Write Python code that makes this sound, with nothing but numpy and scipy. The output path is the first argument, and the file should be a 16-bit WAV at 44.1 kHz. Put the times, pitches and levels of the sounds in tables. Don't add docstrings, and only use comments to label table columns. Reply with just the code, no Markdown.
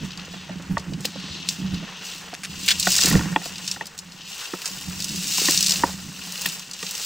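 import sys
import numpy as np
from scipy import signal
from scipy.fft import rfft, irfft, next_fast_len
from scipy.io import wavfile
from scipy.ndimage import uniform_filter1d, map_coordinates

SR = 44100
rng = np.random.default_rng(int(sys.argv[2]) if len(sys.argv) > 2 else 0)


def invert_db(level):
    return 10 ** (np.asarray(level, dtype=float) / 20)


def int16_out(signal):
    q = np.round(np.clip(np.atleast_2d(signal).T, -1, 1) * 32767)
    wavfile.write(sys.argv[1], SR, q.astype(np.int16))


N = 310905


def unit(x):
    return x / np.sqrt(np.mean(x ** 2) + 1e-20)


def along(points, hz):
    f, v = np.transpose(points)
    return np.interp(np.log(hz + 1), np.log(f + 1), v)


def curves(rows):
    s, *columns = np.transpose(rows)
    return [np.interp(np.arange(N) / SR, s, column) for column in columns]


def filtered(x, response):
    size = next_fast_len(x.shape[-1] + 8192)
    spectrum = rfft(x, size) * response(np.fft.rfftfreq(size, 1 / SR))
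    return irfft(spectrum, size)[..., :x.shape[-1]]


def hiss(spectrum):
    return unit(filtered(rng.standard_normal(N), lambda hz: invert_db(along(spectrum, hz))))


def contacts(count, spread_db, t60, bed):
    where, size = rng.random((count, 2)).T
    touches = invert_db(-2 * spread_db * np.log(1 - size * .97))
    power = np.bincount((where * N).astype(int), touches, N)
    power = signal.lfilter([1], [1, -invert_db(-120 / (t60 * SR))], power)
    return unit(np.sqrt(power / power.mean() + bed))


def swells(rows, bed_db):
    t = np.arange(0, N, 64) / SR
    peaks = 0
    for s, db, rise, fall in rows:
        distance = np.maximum((s - t) / abs(rise), (t - s) / abs(fall))
        peaks = peaks + invert_db(2 * db - 51.0 * distance)
    return np.sqrt(np.interp(np.arange(N) / SR, t, peaks) + invert_db(2 * bed_db))


# start in seconds, peak in dB, centre in Hz, thin edge in dB.
STEMS = [(0.175, -26, 4600, -35), (0.196, -22, 2590, -38), (0.7795, -21.5, 3560, -37),
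         (0.935, -23.5, 2650, -45), (1.046, -21, 2670, -39.5), (1.053, -6.5, 3750, -15),
         (1.7436, -21.5, 3000, -47), (2.6613, -14.5, 3760, 4), (3.557, -21.5, 2850, -42),
         (3.5819, -19, 4750, -43), (4.618, -14.5, 2600, -18), (5.0024, -15.5, 3670, -20),
         (5.7574, -11, 3600, -27), (6.356, -19.5, 2540, -30), (6.46, -6, 2450, -11),
         (6.866, -15, 2860, -32), (4.12, -27, 4000, -40), (0.117, -28.5, 2700, -40), (5.279, -12, 5000, -6)]
# start in seconds, peak in dB, centre in Hz, thin edge in dB.
LEAVES = [(1.006, -26, 7090, -20), (1.488, -5.5, 5200, -30), (2.05, -24, 6070, -27),
          (2.7972, -5.5, 6460, -12), (2.8277, -3, 4440, -26), (3.6657, -22, 5990, -26),
          (3.6773, -11, 5000, -59), (3.7131, -9.5, 5700, -42), (3.8562, -23.5, 5950, -20),
          (3.8677, -22, 5530, -14), (3.978, -22, 4990, -15), (3.989, -17, 6050, -33),
          (4.657, -12.5, 6000, -32), (4.6768, -16, 8320, -26), (5.0431, -13.5, 6010, -21),
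          (0.796, -29, 5600, -40), (6.322, -17, 6070, -10), (6.411, -16, 7500, -18),
          (6.712, -23, 6060, -34), (6.734, -20.5, 5980, -38), (6.8267, -18, 5700, -36),
          (6.9098, -12.5, 6000, -5), (6.9508, -18, 5950, -26), (6.417, -17, 7000, -10),
          (6.487, -17.5, 7000, -20), (6.594, -22, 6500, -20), (4.81, -23, 8000, -12),
          (4.83, -24, 8000, -14), (5.022, -15, 6000, -27), (5.09, -18, 4800, -30), (5.157, -25, 4500, -25),
          (0.622, -32, 6000, -23), (0.255, -31, 6500, -20)]
# start in seconds, peak in dB, thin edge in dB, rattle t60 in seconds.
WHIPS = [(2.8745, -9, -17, .035), (2.903, -8, -11, .05), (2.919, -4, -16, 0.067), (2.9638, -4, -17, 0.058),
         (2.9819, -3.5, -35, 0.036), (3.0118, -4.5, -34, 0.039), (3.0206, -6, -27, 0.038),
         (3.0358, -2.5, -35, .035), (3.0577, 0, -11, 0.041), (3.0834, -2, 0, .035),
         (3.0994, -4.5, 14, .035), (5.4746, -12, -11, .02), (5.509, -0.5, -11, .025),
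         (5.5753, -1, -39, 0.047), (5.6067, -2.5, -14, .045), (5.627, -3.5, -22, 0.033),
         (5.6623, -4.5, -36.5, 0.063), (5.6677, -12, -21, .04), (5.6823, -9, -18, .03),
         (5.6943, -6, -19, 0.056), (5.708, -1.5, -32, 0.025), (5.7196, -4, -23, 0.044),
         (2.9537, -5, -25, .02), (2.8038, -14, -20, .04), (5.6435, -9, -30, .03), (5.589, -11, -35, .025),
         (5.7415, -14, -35, .03), (3.125, -13, -5, .03)]


def all_flicks():
    stems = [row + (0.054,) for row in STEMS]
    leaves = [row + (0.059,) for row in LEAVES]
    whips = [(s, db, 5170, thin_db, t60) for s, db, thin_db, t60 in WHIPS]
    return stems + leaves + whips


# frequency in Hz, density in dB per Hz.
NEAR = [(710, -81), (1200, -17), (1660, -13.5), (1830, -11.5), (2170, -10.5), (2780, 1), (3300, -6.5),
        (3630, -1), (5130, 1.5), (8140, -1.5), (9200, -11.5), (12000, -12.5), (15700, -10.5)]


def flicks():
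    out, noise, t = np.zeros((2, N + SR)), hiss(NEAR), np.arange(SR // 8) / SR
    events = all_flicks()
    sides_db = 1.1 * rng.standard_normal((len(events), 2, 1))
    for (s, db, hz, thin_db, t60), side_db in zip(events, sides_db):
        at = round(s * SR)
        burst = noise[at:][:len(t)]
        decay = invert_db(-60 * t / t60) + 0.44 * np.exp(-(t / 0.0038) ** 4)
        burst = burst * decay[:len(burst)]
        burst[8:11] += 3.75 * np.array([.5, 1, .5])
        centre = lambda f: invert_db(-7 * np.log2((f + 1) / hz) ** 2) + 0.043 * f ** 2 / (f ** 2 + 900 ** 2)
        spray = lambda f: invert_db(thin_db + 14.5) / (1 + (9000 / (f + 1)) ** 8)
        burst = filtered(burst, lambda f: centre(f) + spray(f))
        gain = invert_db(db - 1.2 + side_db - side_db.mean())
        out[:, at:at + len(burst)] += gain * burst / abs(burst).max()
    return out[:, :N]


# frequency in Hz, width in Hz, level in dB.
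MOUNT = [(188, 18.2, 8.5), (159, 56.5, -1.5), (259, 69, -8.5), (386, 33, -28)]


def mount(hz):
    modes = 0
    for k, (centre, width, db) in enumerate(MOUNT):
        damping = 1j * hz * width
        modes = modes + (-1) ** k * invert_db(db) * damping / (centre * centre - hz * hz + damping)
    return modes / (1 + 1j * hz / 450) ** 2


SHELL_HZ = [290, 404, 554, 750, 900, 1100, 1430, 1850, 2450, 2700, 3350]
# start in seconds, peak in dB, loudest shell tone in Hz, edge mode in dB, hardness in dB.
KNOCKS = [(0.193, -32.5, 1280, -2, -7), (0.495, -28, 620, -5, -23), (0.771, -13.5, 1143, 2.5, -15),
          (1.05, -21, 497, -2, -5), (1.158, -27, 520, -26, -23), (1.828, -31, 634, -26, -4),
          (2.332, -26.5, 715, -11, -31.5), (2.435, -34, 1350, 5, 0), (2.871, -9, 1464, -1.5, -9.5),
          (2.99, -20, 1460, 4, -26.5), (3.154, -11.5, 467, 0, -10), (3.194, -19, 935, 0, -6),
          (3.362, -7, 874, -2, -5.5), (3.459, -25, 690, -6, -5), (3.763, -29, 1430, 4, -14),
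          (3.811, -18.5, 810, 13.5, -4), (4.536, -18, 343, -1.5, -15.5), (5.383, -21.5, 1003, -5, -3),
          (5.417, -23, 402, -18, -25), (5.486, -15, 330, 3, -15), (5.837, -4.5, 954, -7.5, -52),
          (6.193, -33.5, 1410, 2, -13), (6.459, -11, 2630, 3, 2), (6.829, -22, 440, 3, 4),
          (2.8725, -13, 732, 1, -22), (0.773, -18.5, 910, -8, -20), (0.338, -32.5, 700, -2, -7),
          (3.05, -20.5, 326, -9, -20), (3.113, -16, 1880, -3, -17), (3.128, -20, 1050, -2, -15),
          (3.142, -21, 1410, -6, -9), (3.21, -24, 1450, -3, -20), (3.257, -28, 1900, -3, -20),
          (3.327, -27.5, 1840, -5, -12), (3.068, -24, 1800, -3, -4), (6.8309, -26.5, 1200, 2, -6),
          (4.538, -25.5, 1297, -5, -15), (3.418, -32, 764, 2, -4), (0.28, -37, 500, -9, -20),
          (0.598, -37, 560, -9, -20), (5.4855, -17, 1050, 0, -8), (0.176, -30, 4700, -20, -20),
          (3.8125, -23, 880, -9, -20), (3.769, -31, 800, -9, -20)]


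def knocks():
    shell, kicks, t = np.zeros(N + SR), np.zeros(N), np.arange(SR // 8) / SR
    grit = hiss([(120, -64), (350, 14.0), (900, 8.0), (1800, -8), (3000, -47)])
    for s, db, hz, edge_db, hard_db in KNOCKS:
        kick_db = min(-13 - 5 * np.log2(hz / 900), -3)
        modes = np.array(SHELL_HZ + [hz])[:, None]
        chance = rng.standard_normal((len(modes), 2))
        level_db = -7 - 4.2 * abs(np.log2(modes / hz)) + 0.57 * chance[:, :1]
        level_db[0] = kick_db + 6.5
        level_db[7] = edge_db + 0.5
        level_db[8:-1] = hard_db + 0.5
        level_db[-1] = 1.5
        level_db[:-1] -= 14 * (abs(np.log2(modes[:-1] / hz)) < 1 / 7)
        age = t / (0.0028 * (900 / modes) ** 0.4)
        touch = (age * np.exp(1 - age)) ** 1.9
        ring_t60 = 0.06 * (900 / modes) ** 0.35
        after = (0.21 + 0.24 * (modes == hz)) * invert_db(-60 * t / ring_t60) * (1 - np.exp(-t / 0.0022))
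        tones = np.sin(2 * np.pi * modes * t + 0.76 * chance[:, 1:])
        ring = (invert_db(level_db) * (touch + after) * tones).sum(axis=0)
        debris = min(900 / hz, 1) ** 2 * invert_db(-20.5 - 60 * t / 0.11) * grit[round(s * SR):][:len(t)]
        shell[round((s - .0018) * SR):][:len(t)] += invert_db(db + 2.0) * (ring / abs(ring).max() + debris)
        kicks[round(s * SR)] = invert_db(db + kick_db + 40)
    radiated = filtered(shell[:N], lambda f: (1j * f / (200 + 1j * f)) ** 2)
    return radiated + filtered(kicks, mount)


# peak in seconds, hum in dB, fall in seconds, deep rumble in dB over the hum.
JOLTS = [(0.041, -24, 0.08, -13), (0.51, -29, 0.25, -19), (0.721, -19.5, 0.15, -8.5),
         (0.9, -22.5, 0.3, -15), (0.995, -27, 0.02, -19), (1.178, -33.5, -1.5, -24),
         (1.312, -31.5, 0.07, -8.5), (1.599, -29.5, 0.5, -24.5), (1.649, -21, 0.14, -14),
         (1.74, -22, 0.11, -7.5), (1.849, -27, 0, -15), (2.501, -38, -1.5, -5.5), (2.59, -37.5, .3, -20),
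         (2.879, -28.5, 0.16, -6), (3.119, -12.5, 0.2153, -12), (3.161, -10, 0.06, -6),
         (3.336, -22, 0.06, -11), (3.38, -27, -0.06, -24), (3.471, -38.5, 0.76, -13),
         (4.719, -40, 1.3, -13), (4.891, -30.5, 0.3, -7), (5.098, -27.5, 0.4, -17), (5.421, -36, -3, -15),
         (5.502, -36, 0.84, -16), (5.561, -37, 0.2, -10), (5.771, -34, 0.47, -7), (5.85, -30.5, 0.3, -10.5),
         (6.048, -31, 0.22, -14), (6.3, -47, .2, -6), (6.486, -34, -0.07, -27), (.17, -44, -0.5, -18),
         (.222, -38, 0, -13), (.35, -35, .12, -15), (.572, -33.5, 0.4, -10), (1.41, -40, -0.16, -13),
         (2.19, -45.5, 0.8, -19), (2.752, -35, -0.3, -13), (2.951, -31, -0.05, -14),
         (3.057, -26.5, .1, -12), (3.088, -28, .1, -12), (3.195, -17.5, 0.11, -11), (3.229, -26, 0.14, -12),
         (3.27, -27, 0.11, -12), (3.545, -41, 0.2, -12), (3.7, -43, .3, -12), (4.078, -39, 0.1, -14),
         (5.015, -40, 1, -12), (5.155, -29, .15, -16), (5.704, -39, .2, -10), (6.433, -42, .15, -14)]
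# time in seconds, hum in dB.
UNREST = [(0.0, -36.5), (0.45, -40.5), (1.5, -48.5), (1.92, -58), (2.2, -45), (3.57, -56), (3.8, -47),
          (4.2, -46.5), (4.5, -59), (4.8, -41.5), (6.3, -48), (6.54, -63), (7.05, -66)]
# frequency in Hz, density in dB per Hz.
DEEP = [(20, 2), (48, -9), (78, 14.5), (100, 3), (125, 5), (150, -33)]


def shaking():
    unrest_db, = curves(UNREST)
    force = rng.standard_normal(N) * contacts(count=160, spread_db=1.2, t60=0.049, bed=0.45)
    hum = unit(filtered(force, mount))
    hum = unit(hum / (np.abs(uniform_filter1d(hum ** 2, size=1400)) + 0.1) ** 0.28)
    rise_s = 0.069
    jolts = swells([(s, db, rise_s, fall) for s, db, fall, _ in JOLTS], unrest_db)
    sway = swells([(s, db + deep_db, rise_s, fall) for s, db, fall, deep_db in JOLTS], unrest_db - 11)
    blows = np.zeros(N)
    for s, db, *_ in JOLTS:
        blows[round((s - 0.01255) * SR)] = invert_db(db + 37)
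    return filtered(blows, mount) + invert_db(-3.5) * (jolts * hum + sway * hiss(DEEP))


# start in seconds, hold in seconds, level in dB.
RIPS = [
    (2.68, 0.014, -14.5),
    (2.705, 0.013, -15.5),
]
# frequency in Hz, density in dB per Hz.
RIP = [(410, -57), (700, -27), (1260, -22.5), (1470, -14), (3340, -4.5), (3560, -4.5), (8080, -14),
       (10100, -27), (15700, -25)]
# middle in seconds, half length in seconds, centre in Hz, level in dB.
SWISHES = [
    (0.403, 0.13, 3480, -46),
    (1.297, 0.18, 4100, -38),
    (4.434, 0.034, 1550, -41.5),
    (4.659, 0.02, 1610, -37.5),
    (5.888, 0.018, 885, -36.5),
]


def sleeve():
    t, out = np.arange(N) / SR, np.zeros(N)
    rough = hiss(RIP) * contacts(count=2500, spread_db=5.5, t60=0.014, bed=2.2)
    for s, hold, db in RIPS:
        decay_db = -60 * np.clip(t - s - hold, 0, 1) / 0.052
        out += invert_db(db + decay_db) * (t > s) * rough
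    for s, half, hz, db in SWISHES:
        colour = [(20, -90), (hz / 2.6, -18), (hz, 0), (hz * 2.0, -18), (hz * 4, -80)]
        out += invert_db(db) * np.exp(-((t - s) / half) ** 2) * hiss(colour)
    return out


# start in seconds, gap in seconds, number of ticks, peak in dB.
RATCHETS = [
    (2.339, .0053, 3, -26.5),
    (2.4344, .0046, 6, -23.5),
]


def ratchets():
    ticks = np.zeros(N)
    for s, gap, count, db in RATCHETS:
        k = np.arange(int(count))
        at = np.round((s + gap * k) * SR).astype(int)
        ticks[at] = invert_db(db + 1.3 * rng.standard_normal(len(k)))
    rattle = signal.lfilter([1], [1, -invert_db(-60 / (0.0097 * SR))], ticks)
    return rattle * hiss([(600, -40), (1500, 3), (8000, -3.0), (15700, -25)])


def dip():
    starts_s = np.array([row[0] for row in all_flicks() + RIPS])
    starts = np.bincount(np.round(starts_s * SR).astype(int), minlength=N)
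    ramp = np.exp(-np.arange(400) / (0.00071 * SR))
    depth = signal.fftconvolve(starts[::-1], ramp)[:N][::-1]
    return 1 - np.clip(1.4 * depth, 0, .9)


# peak in seconds, level in dB, rise in seconds, fall in seconds.
BRUSHES = [(1.057, -47, 0.088, 0.12), (1.49, -44, 0.041, 0.19), (2.07, -47, 0.1, 0.4),
           (5.93, -47, 0.87, 0.017), (2.708, -39.5, 0.27, 0.11), (2.9, -32, 0.15, 0.54),
           (3.07, -30.5, .5, 0.18), (3.46, -44.5, 0.13, .15), (3.72, -46, 0.43, 0.14),
           (4.29, -51, 0.074, 2.4), (4.67, -46, 0.17, 0.32), (5.206, -43.5, 1, 1.6),
           (5.48, -31, 0.41, 0.39), (5.71, -35, 0.6, 0.3), (5.38, -35, 0.31, 0.45),
           (4.41, -48.5, 0.14, 0.23), (0.325, -57, 0.074, 0.16), (0.054, -52.5, .05, 0.057),
           (6.48, -43, 0.79, 0.31), (6.83, -46, 0.12, 0.97), (7.05, -41.5, 0.46, .3)]
# time in seconds, gain in dB.
DRYNESS = [(0, 0), (.7, -4), (1.2, -0.5), (2, 0.1), (2.6, 0.1), (3.3, -.9), (4.2, 0.1), (4.6, 3),
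           (5.2, 0.7), (5.8, 0.5), (6.2, 1.5), (6.55, 4), (6.7, -1), (7.05, 2)]
# time in seconds, level in dB.
PUSH = [(0.0, -36.5), (0.96, -49), (1.14, -39.5), (2.06, -33), (2.4, -44.5), (2.71, -29), (3.08, -47.5),
        (3.3, -42), (3.75, -34.5), (4.0, -53), (4.24, -37.5), (4.46, -34), (4.6, -40), (5.71, -39),
        (5.95, -45.5), (6.44, -34), (6.68, -42),        (7.05, -37)]
# frequency in Hz, density in dB per Hz.
FAR = [(1060, -37), (1800, -20), (2340, -13), (2680, 2.5), (3130, -2.5), (4620, -6.5), (5440, -10),
       (6010, -6.5), (7470, -22), (9890, -61), (15700, -69)]
# peak in seconds, level in dB, rise in seconds, fall in seconds.
DRAGS = [(0.05, -46, 1.8, 4.2), (1.2, -48.5, 2.1, 2.4), (3.6, -46.5, 7.3, 0.77), (4.7, -44.5, 1.7, 2.4),
         (1.9, -44, 1.2, 1.36), (3.08, -27.5, 0.084, 0.18), (3.17, -34, 0.51, 0.37),
         (5.48, -38.5, 0.32, 0.36), (5.71, -38, 0.083, 0.56), (5.9, -41, 0.55, 0.065),
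         (3.25, -40, .1, 0.055), (6.45, -42, 0.71, 0.4), (7.0, -44.5, 0.84, 0.75)]
# frequency in Hz, density in dB per Hz.
SCRAPE = [(190, -6.5), (330, -7.5), (424, -3), (478, -5), (642, -11.5), (724, -8.5), (1030, -5),
          (1170, -5.5), (1890, -2), (2100, -1.5), (2600, 0), (3380, -5.5), (5720, -120)]


def foliage():
    far_db, = curves(PUSH)
    dry_db, = curves(DRYNESS)
    leaves = hiss(NEAR)
    fizz = filtered(leaves, lambda hz: 1 / (1 + (9200 / (hz + 1)) ** 12))
    crackle = contacts(count=1400, spread_db=2.0, t60=0.017, bed=2.0)
    near = invert_db(12) * swells(BRUSHES, -62.5) * (leaves + (invert_db(dry_db) - 1) * fizz) * crackle
    far = invert_db(far_db - 5.0) * hiss(FAR) * contacts(count=700, spread_db=3.5, t60=0.046, bed=1.0)
    ringing = lambda hz: 0.59 + sum(70 / np.hypot(70, hz - mode) for mode in SHELL_HZ[2:8])
    scrape = unit(filtered(hiss(SCRAPE), ringing))
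    scrape = scrape * contacts(count=400, spread_db=1.0, t60=0.12, bed=0.85)
    return dip() * (near + far * invert_db([[.8], [-.8]]) + swells(DRAGS, -53.5) * scrape)


# frequency in Hz, left minus right in dB.
LEAN = [(30, 1), (70, -2), (180, -3.5), (320, -4.5), (500, 0), (1200, -3), (3000, 1.5), (9000, 0.3)]
# frequency in Hz, level in dB.
APART = [(60, -48), (300, -12), (600, -4), (1200, -9), (3000, -13), (6000, -12), (12000, -25.5)]


def scene():
    brush = foliage() + flicks() + sleeve()
    blows = knocks()
    brush = brush + shaking()
    wander = unit(map_coordinates(rng.standard_normal(N // 800 + 4), [np.arange(N) / 800]))
    delayed = np.roll(brush.mean(axis=0), 9)
    loose = filtered(delayed * wander, lambda hz: invert_db(along(APART, hz)))
    ports = brush + blows + [loose, -loose] + ratchets()
    return filtered(ports, lambda hz: invert_db(along(LEAN, hz) * [[.5], [-.5]]))


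def low_pass(x):
    return signal.sosfilt(signal.butter(12, 16990, fs=SR, output="sos"), x)


# frequency in Hz, gain in dB.
PORT = [(9000, 0), (10050, -4.5), (11000, 2.5), (12050, -7), (12700, -2.5), (13500, -4), (15200, 2.5),
        (15700, -1), (15840, -9)]


def record(dry):
    port = lambda hz: invert_db(along(PORT, hz) - 55 * (hz > 15850))
    rounded = dry / (1 + abs(dry / .85) ** 4) ** (1 / 4)
    return low_pass(filtered(rounded, port))


dry = scene()
out = record(dry)
int16_out(out)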